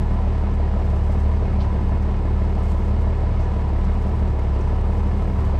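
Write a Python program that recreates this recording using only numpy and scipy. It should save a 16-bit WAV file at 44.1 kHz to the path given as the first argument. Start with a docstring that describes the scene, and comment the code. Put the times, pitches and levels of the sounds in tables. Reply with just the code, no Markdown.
"""A six-cylinder diesel tractor crawls across a stubble field at low revs, heard from on board.
A gust of low noise opens over the exhaust's firing harmonics, knocking block modes and fan hum and roar;
a wagon board rings at 0.6 s, hay crackles louder from 1 s and the wind gusts again near 1.8 and 4.1 s.
At 4.5 s the load pulls the engine down most, as boards ring and straw snaps in short noise bursts;
a last gust and wagon knock come near 5.5 s."""
import sys
import numpy as np
from scipy import signal
from scipy.fft import rfft, irfft
from scipy.io import wavfile

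SR = 44100
rng = np.random.default_rng(int(sys.argv[2]) if len(sys.argv) > 2 else 0)


def wav_record(signal):
    """Record a signal, one row per channel, as 16-bit PCM in the file named by sys.argv[1]."""
    frames = np.transpose(np.atleast_2d(signal))
    bounded = np.clip(frames, -1, 1)
    # unit amplitude maps onto the largest positive 16-bit level
    quanta = np.round(bounded * 32767).astype(np.int16)
    wavfile.write(sys.argv[1], SR, quanta)


def volts(x):
    """Linear amplitude factor 10**(x/20) for a level x in dB, scalar or array-like."""
    e = np.asarray(x, float) / 20
    return 10 ** e


N = 246519  # samples


def rms_one(x):
    """Normalisation: scale a signal to unit rms."""
    return x / np.sqrt(np.mean(x ** 2) + 1e-30)


def colour(x, spectrum):
    """Linear filtering: weight the spectrum of x; unit white noise takes on the given dB per Hz."""
    hz, db = np.transpose(spectrum)
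    bins_hz = np.maximum(np.arange(N // 2 + 1) * SR / N, 1)
    gain = volts(np.interp(np.log(bins_hz), np.log(hz), db))
    return irfft(rfft(x) * gain, N) * np.sqrt(SR / 2)


def drift(rate_hz):
    """Low-pass random process: slow chance of spread 1, from two equal poles at rate_hz."""
    pole = np.exp(-80 * np.pi * rate_hz / SR)  # runs at one value per 40 samples
    noise = rng.standard_normal(N // 40 + 2002)
    slow = signal.lfilter([1], [1, -2 * pole, pole * pole], noise)[2000:]
    return np.interp(np.arange(N) / 40, np.arange(len(slow)), rms_one(slow))


def swells(rows, rise_s, fall_s):
    """Superposition: bell-shaped swells at (peak time, height), summed to one value per sample."""
    rows = np.array(rows)
    lag = np.arange(N) / SR - rows[:, :1]
    return rows[:, 1] @ np.exp(-.5 * (lag / np.where(lag < 0, rise_s, fall_s)) ** 2)


def ring(clicks, hz, t60):
    """Damped resonance: a unit click sets a sine of height 1 ringing, down 60 dB after t60 seconds."""
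    r, w = volts(-60 / (t60 * SR)), 2 * np.pi * hz / SR
    return signal.lfilter([0, np.sin(w)], [1, -2 * r * np.cos(w), r * r], clicks + 1e-18)


# Wind noise spectrum. Each row: frequency in Hz, relative density in dB per Hz.
WIND_SPECTRUM = [(10, -12), (30, 0), (55, -6), (130, -6.5), (250, -14), (1000, -70)]
# Gusts over a light breeze. Each row: peak time in seconds, rise above the breeze in dB,
# bell width (standard deviation) in seconds.
GUSTS = [(0, 11.5, 0.1), (1.8, 10, .22), (3.7, 4, 0.2), (4.12, 11.5, 0.14), (5.41, 11.5, 0.12)]


def wind():
    """Turbulent pressure at the microphone: lumpy low noise under slow random level changes."""
    breeze_db = -40.5
    width_s = np.array(GUSTS)[:, 2:]
    level_db = breeze_db + swells(GUSTS, width_s, width_s) + 2.0 * drift(2.1)
    return volts(level_db) * rms_one(colour(rng.standard_normal(N), WIND_SPECTRUM))


# Straw colouring. Each row: frequency in Hz, relative weight in dB.
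STRAW = [(1500, -60), (3000, -30), (6000, -28), (8600, -28), (9450, -41), (9900, -35), (13900, -37),
         (14100, -43), (15200, -52)]
# The hay shifts. Each row: peak time in seconds, rise above the steady rustle in dB.
SHIFTS = [(.1, 5), (1.05, 9), (2.7, 9.5), (4.05, 4.5), (4.95, 7.5), (5.3, 3.5)]
# Straw snaps. Each row: start in seconds, level in dB ahead of the straw colouring.
SNAPS = [(0.5412, -61), (1.2092, -63), (1.5384, -61), (2.026, -60), (2.254, -62), (2.4928, -63),
         (3.205, -61), (3.4032, -61), (3.44, -63), (3.8445, -58), (4.3915, -56), (4.435, -61), (4.59, -62),
         (4.606, -63), (4.7611, -62), (4.8115, -58), (4.8544, -60), (4.9422, -63)]


def hay(grains_per_s=6000, spread_db=2.5, snap_decay_s=.004, crest_db=6):
    """Shot noise: stalks crackle densely in clumps; the loudest snap as short decaying noise bursts."""
    steady_db, rise_s, settle_s = -83, 0.16, 0.19  # level ahead of the straw colouring
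    grain_db = spread_db * np.minimum(rng.exponential(1, N), 5)
    grains = (rng.random(N) < grains_per_s / SR) * volts(grain_db) * rng.choice([-1, 1], N)
    level_db = steady_db + swells(SHIFTS, rise_s, settle_s) + 3.5 * drift(22)
    rustle = volts(level_db) * rms_one(grains)
    starts = np.zeros(N)
    starts[[round(s * SR) for s, db in SNAPS]] = volts(np.array(SNAPS)[:, 1] - crest_db)
    envelope = signal.lfilter([1], [1, -np.exp(-1 / (snap_decay_s * SR))], starts)
    bursts = envelope * rng.standard_normal(N)
    return colour(rustle + bursts, STRAW)


# Short bursts of rustle. Each row: peak time in seconds, rms level at the peak in dB,
# centre frequency in Hz, bell width (standard deviation) in seconds.
PUFFS = [(1.612, -46, 3650, .011), (1.63, -57, 4800, .015), (2.03, -61, 5500, .006),
         (3.41, -59, 5300, .014), (3.445, -61, 5500, .012), (3.85, -58, 5400, .005),
         (4.613, -57, 5900, .008)]


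def puffs(grains_per_s=5000):
    """Band-limited shot noise: soft-edged bursts of dense crackle, each in one band."""
    out, t = np.zeros(N), np.arange(N) / SR
    for s, db, hz, width_s in PUFFS:
        band = signal.butter(2, [hz / 1.22, hz * 1.22], "band", fs=SR, output="sos")
        grains = (rng.random(N) < grains_per_s / SR) * rng.standard_normal(N)
        crackle = rms_one(signal.sosfilt(band, grains + 1e-18))
        out += volts(db) * np.exp(-.5 * ((t - s) / width_s) ** 2) * crackle
    return out


# Dull knocks from the wagon bed. Each row: time of the blow in seconds, peak level in dB,
# mode frequency in Hz, 60 dB decay time in seconds.
THUDS = [(.63, -25, 850, .012), (4.598, -24.5, 390, .07), (4.69, -42, 1300, .15), (5.543, -26, 650, .018)]


def thuds(contact_s=0.0008):
    """Impact excitation: a soft blow of tone and noise sets one board ringing."""
    out, t = np.zeros(N), np.arange(N) / SR
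    for s, db, hz, t60 in THUDS:
        force = np.cos(2 * np.pi * hz * t) + .5 * rng.standard_normal(N)
        blow = np.exp(-.5 * ((t - s) / contact_s) ** 2) * force
        rung = ring(blow, hz, t60)
        out += volts(db) * rung / np.abs(rung).max()
    return out


# The load tugs at the engine. Each row: time of the lowest speed in seconds, speed lost in rpm.
TUGS = [(.03, 11.5), (.81, 18), (1.72, 19.1), (2.22, 15), (2.69, 5.4), (3.67, 19.1), (4.5, 41.8),
        (5.13, 4.5), (5.58, 14)]


def crank_cycles():
    """Phase integration: summed crank speed gives four-stroke cycles, two turns each."""
    free_rpm, sag_s, recover_s = 736.5, .13, .16
    rpm = free_rpm - swells(TUGS, sag_s, recover_s)
    return np.cumsum(rpm) / 120 / SR


# Knocks within one cycle. Each row: position as a share of the cycle, relative strength in dB.
KNOCKS = [(.0, -46), (.133, -48.5), (.33, -51), (.495, -49), (.655, -53), (.685, -49), (.825, -51),
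          (.855, -47.5)]


def knock_times(cycles, jitter_s=.0002):
    """Phase locking: the sample of every knock, cycle by cycle, and whether it falls within the scene."""
    turns = np.arange(int(cycles[-1]) + 1)[:, None] + np.array(KNOCKS)[:, 0]
    at = np.interp(turns, cycles, np.arange(N)) + SR * jitter_s * rng.standard_normal(turns.shape)
    return np.clip(at, 0, N - 1).astype(int), turns < cycles[-1]


# Air and machinery roar. Each row: frequency in Hz, density in dB per Hz ahead of level changes.
ROAR = [(15, -63), (60, -59.5), (125, -56.5), (160, -56), (205, -55), (240, -64), (310, -66), (350, -70),
        (400, -67.5), (1000, -73), (1300, -78), (2100, -83), (3200, -89.5), (5000, -94.3), (6800, -103.5),
        (8600, -102), (9450, -123), (9900, -126), (13900, -128), (15200, -138)]


def roar(at, heard, swell_db=43, fade_s=.004):
    """Amplitude modulation: broad noise whose middle range swells for a moment with each knock."""
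    kicks = np.zeros(N)
    kicks[at] = heard * volts(np.array(KNOCKS)[:, 1] + swell_db)
    swell = signal.lfilter([1], [1, -np.exp(-1 / (fade_s * SR))], kicks)
    white = rng.standard_normal(N)
    middle_band = signal.butter(1, [700, 3500], "band", fs=SR, output="sos")
    middle = signal.sosfilt(middle_band, white)
    return colour((white + swell * middle) * volts(.55 * drift(9)), ROAR)


# The blade tone fades. Each row: time of the deepest fade in seconds, level change in dB.
FAN_FADES = [(2.25, -2), (3.45, -11), (4.6, -4)]


def fan(cycles, wobble_rad=.5):
    """Blade-passing tone, unsteady in turbulent air; a faint octave below beats slowly with the exhaust."""
    order = 32.17  # belt driven, so not a whole multiple of the cycle
    blade_rms_db, half_rms_db, half_phase_rad, fade_s = -34.5, -43, -2.34, 0.18
    blade_db = blade_rms_db + swells(FAN_FADES, fade_s, fade_s) + 1.2 * drift(22)
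    blade = volts(blade_db) * np.cos(2 * np.pi * order * cycles + wobble_rad * drift(4.1))
    half = volts(half_rms_db) * np.cos(np.pi * order * cycles + half_phase_rad)
    return np.sqrt(2) * (blade + half)


# Valve gear contacts within one cycle. Each row: position as a share of the cycle, relative level in dB.
CONTACTS = [(0.031, -1), (.13, -6.5), (.19, -8), (.24, -4.5), (.325, -2), (0.397, -2), (0.508, -5.5),
            (0.6, 0.5), (.67, 4), (.74, -2.5), (.82, 0.5), (0.881, -4.5), (.975, 2)]
# Valve clatter spectrum. Each row: frequency in Hz, relative weight in dB.
VALVE_SPECTRUM = [(200, -30.5), (260, 0.5), (400, -9.5), (650, -4), (1000, -8.5), (1150, -24),
                  (1500, -40.5)]


def valves(cycles, count=600):
    """Periodic excitation: each contact is a short rattle tied to the crank angle, alike in every cycle."""
    width_share, rms_db = .014, -41.5  # bell width of a contact as a share of the cycle
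    contacts = np.array(CONTACTS)
    share = np.arange(count) / count
    lag = (share - contacts[:, :1] + .5) % 1 - .5  # wraps round the cycle
    envelope = volts(contacts[:, 1]) @ np.exp(-.5 * (lag / width_share) ** 2)
    pattern = envelope * rng.standard_normal(count)
    looped = np.interp(cycles % 1, share, pattern, period=1)
    return volts(rms_db) * rms_one(colour(looped, VALVE_SPECTRUM))


# Block and bonnet modes. Each row: frequency in Hz, relative level in dB, 60 dB decay time in seconds.
BLOCK_MODES = [(324, 0, 0.11), (383.5, 6, 0.058), (455.5, 4.5, 0.06), (489.4, 3, 0.079),
               (564.6, -2.5, 0.12), (649.4, 4, 0.067), (767, 2, 0.085), (842.5, -1, 0.079), (938, 4, 0.055),
               (1001, 4, 0.079), (1126, -8, 0.13), (1195, -8.5, 0.095), (1290, -6.5, 0.1),
               (1730, -7.5, 0.073), (1790, -19, 0.055), (1890, -13.5, 0.11), (2152, -8.5, 0.08),
               (2510, -16.5, 0.11), (2870, -17.5, 0.09), (3000, -21.5, 0.14), (6150, -30, 0.11),
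               (7690, -32, 0.062)]


def block(at, heard, shake_db=-72):
    """Modal excitation: each knock strikes the modes in its own way; gears and valves shake them between."""
    out = np.zeros(N)
    strength_db = np.array(KNOCKS)[:, 1]
    for hz, db, t60 in BLOCK_MODES:
        own = volts(3 * rng.standard_normal(len(KNOCKS))) * rng.choice([-1, 1], len(KNOCKS))
        clicks = volts(shake_db + db) * rng.standard_normal(N)
        clicks[at] += heard * own * volts(strength_db + db + 2 * rng.standard_normal(at.shape))
        out += ring(clicks, hz, t60)
    return out


# Firing tone level over time. Each row: time in seconds, level in dB rms.
FIRING_LEVEL = [(0, -23), (.12, -21), (.4, -23.5), (1.54, -23), (1.71, -27.5), (1.86, -23), (3.4, -22.5),
                (3.66, -26.5), (3.82, -20.5), (4.4, -25), (4.8, -21.5), (5.05, -23.5), (5.27, -21.5),
                (5.38, -28), (5.5, -23.5), (5.59, -24)]
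# Weaker exhaust tones. Each row: multiple of the four-stroke cycle rate, mid level in dB rms.
WEAK_TONES = [(3, -50), (5, -47), (7, -45), (8, -53), (9, -43), (10, -40), (11, -38), (13, -46), (14, -48),
              (15, -51), (16, -34), (18, -32), (19, -52), (20, -47), (22, -47), (24, -44), (28, -44),
              (30, -49), (33, -50), (34, -44), (36, -51), (42, -52), (44, -56), (46, -56), (48, -50),
              (53, -56), (62, -51), (64, -52), (66, -53), (72, -53), (75, -55), (80, -54)]


def exhaust(cycles, waver_db=1.6):
    """Harmonic series: even firing gives multiples of six; unequal cylinders add the tones between."""
    offset_rad, start_rad, bend_rad = .82, .51, 1.05  # pipe phase, curving with the order
    uneven_lag_rad = 1.75  # the tones between the firing multiples come later
    firing_db = np.interp(np.arange(N) / SR, *np.transpose(FIRING_LEVEL))
    octave_db = -21.5 + 1.06 * drift(3.5)
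    tones = [(6, firing_db), (12, octave_db)]
    tones += [(order, db + waver_db * drift(4)) for order, db in WEAK_TONES]
    out = np.zeros(N)
    for order, db in tones:
        multiple = order / 6
        phase = offset_rad + start_rad * multiple + bend_rad * multiple ** 2
        phase -= uneven_lag_rad * (order % 6 > 0)
        out += np.sqrt(2) * volts(db) * np.cos(2 * np.pi * order * cycles + phase)
    return out


def scene():
    """Superposition of sources: everything on the engine follows one crank angle."""
    cycles = crank_cycles()
    at, heard = knock_times(cycles)
    surroundings = wind() + hay() + puffs() + thuds()
    engine = roar(at, heard) + fan(cycles) + valves(cycles) + block(at, heard) + exhaust(cycles)
    return (surroundings + engine)[None]


def band_limit(x):
    """A steep low-pass at the top of the band."""
    return signal.sosfilt(signal.butter(12, 15140, fs=SR, output="sos"), x)


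def record(dry):
    """Transducer limits: the microphone drops the deepest bass and its input rounds the peaks."""
    ceiling = .6  # where the input saturates
    miked = signal.sosfilt(signal.butter(1, 4, "high", fs=SR, output="sos"), dry)
    finished = ceiling * np.tanh(miked / ceiling)
    return band_limit(finished)


dry = scene()
out = record(dry)
wav_record(out)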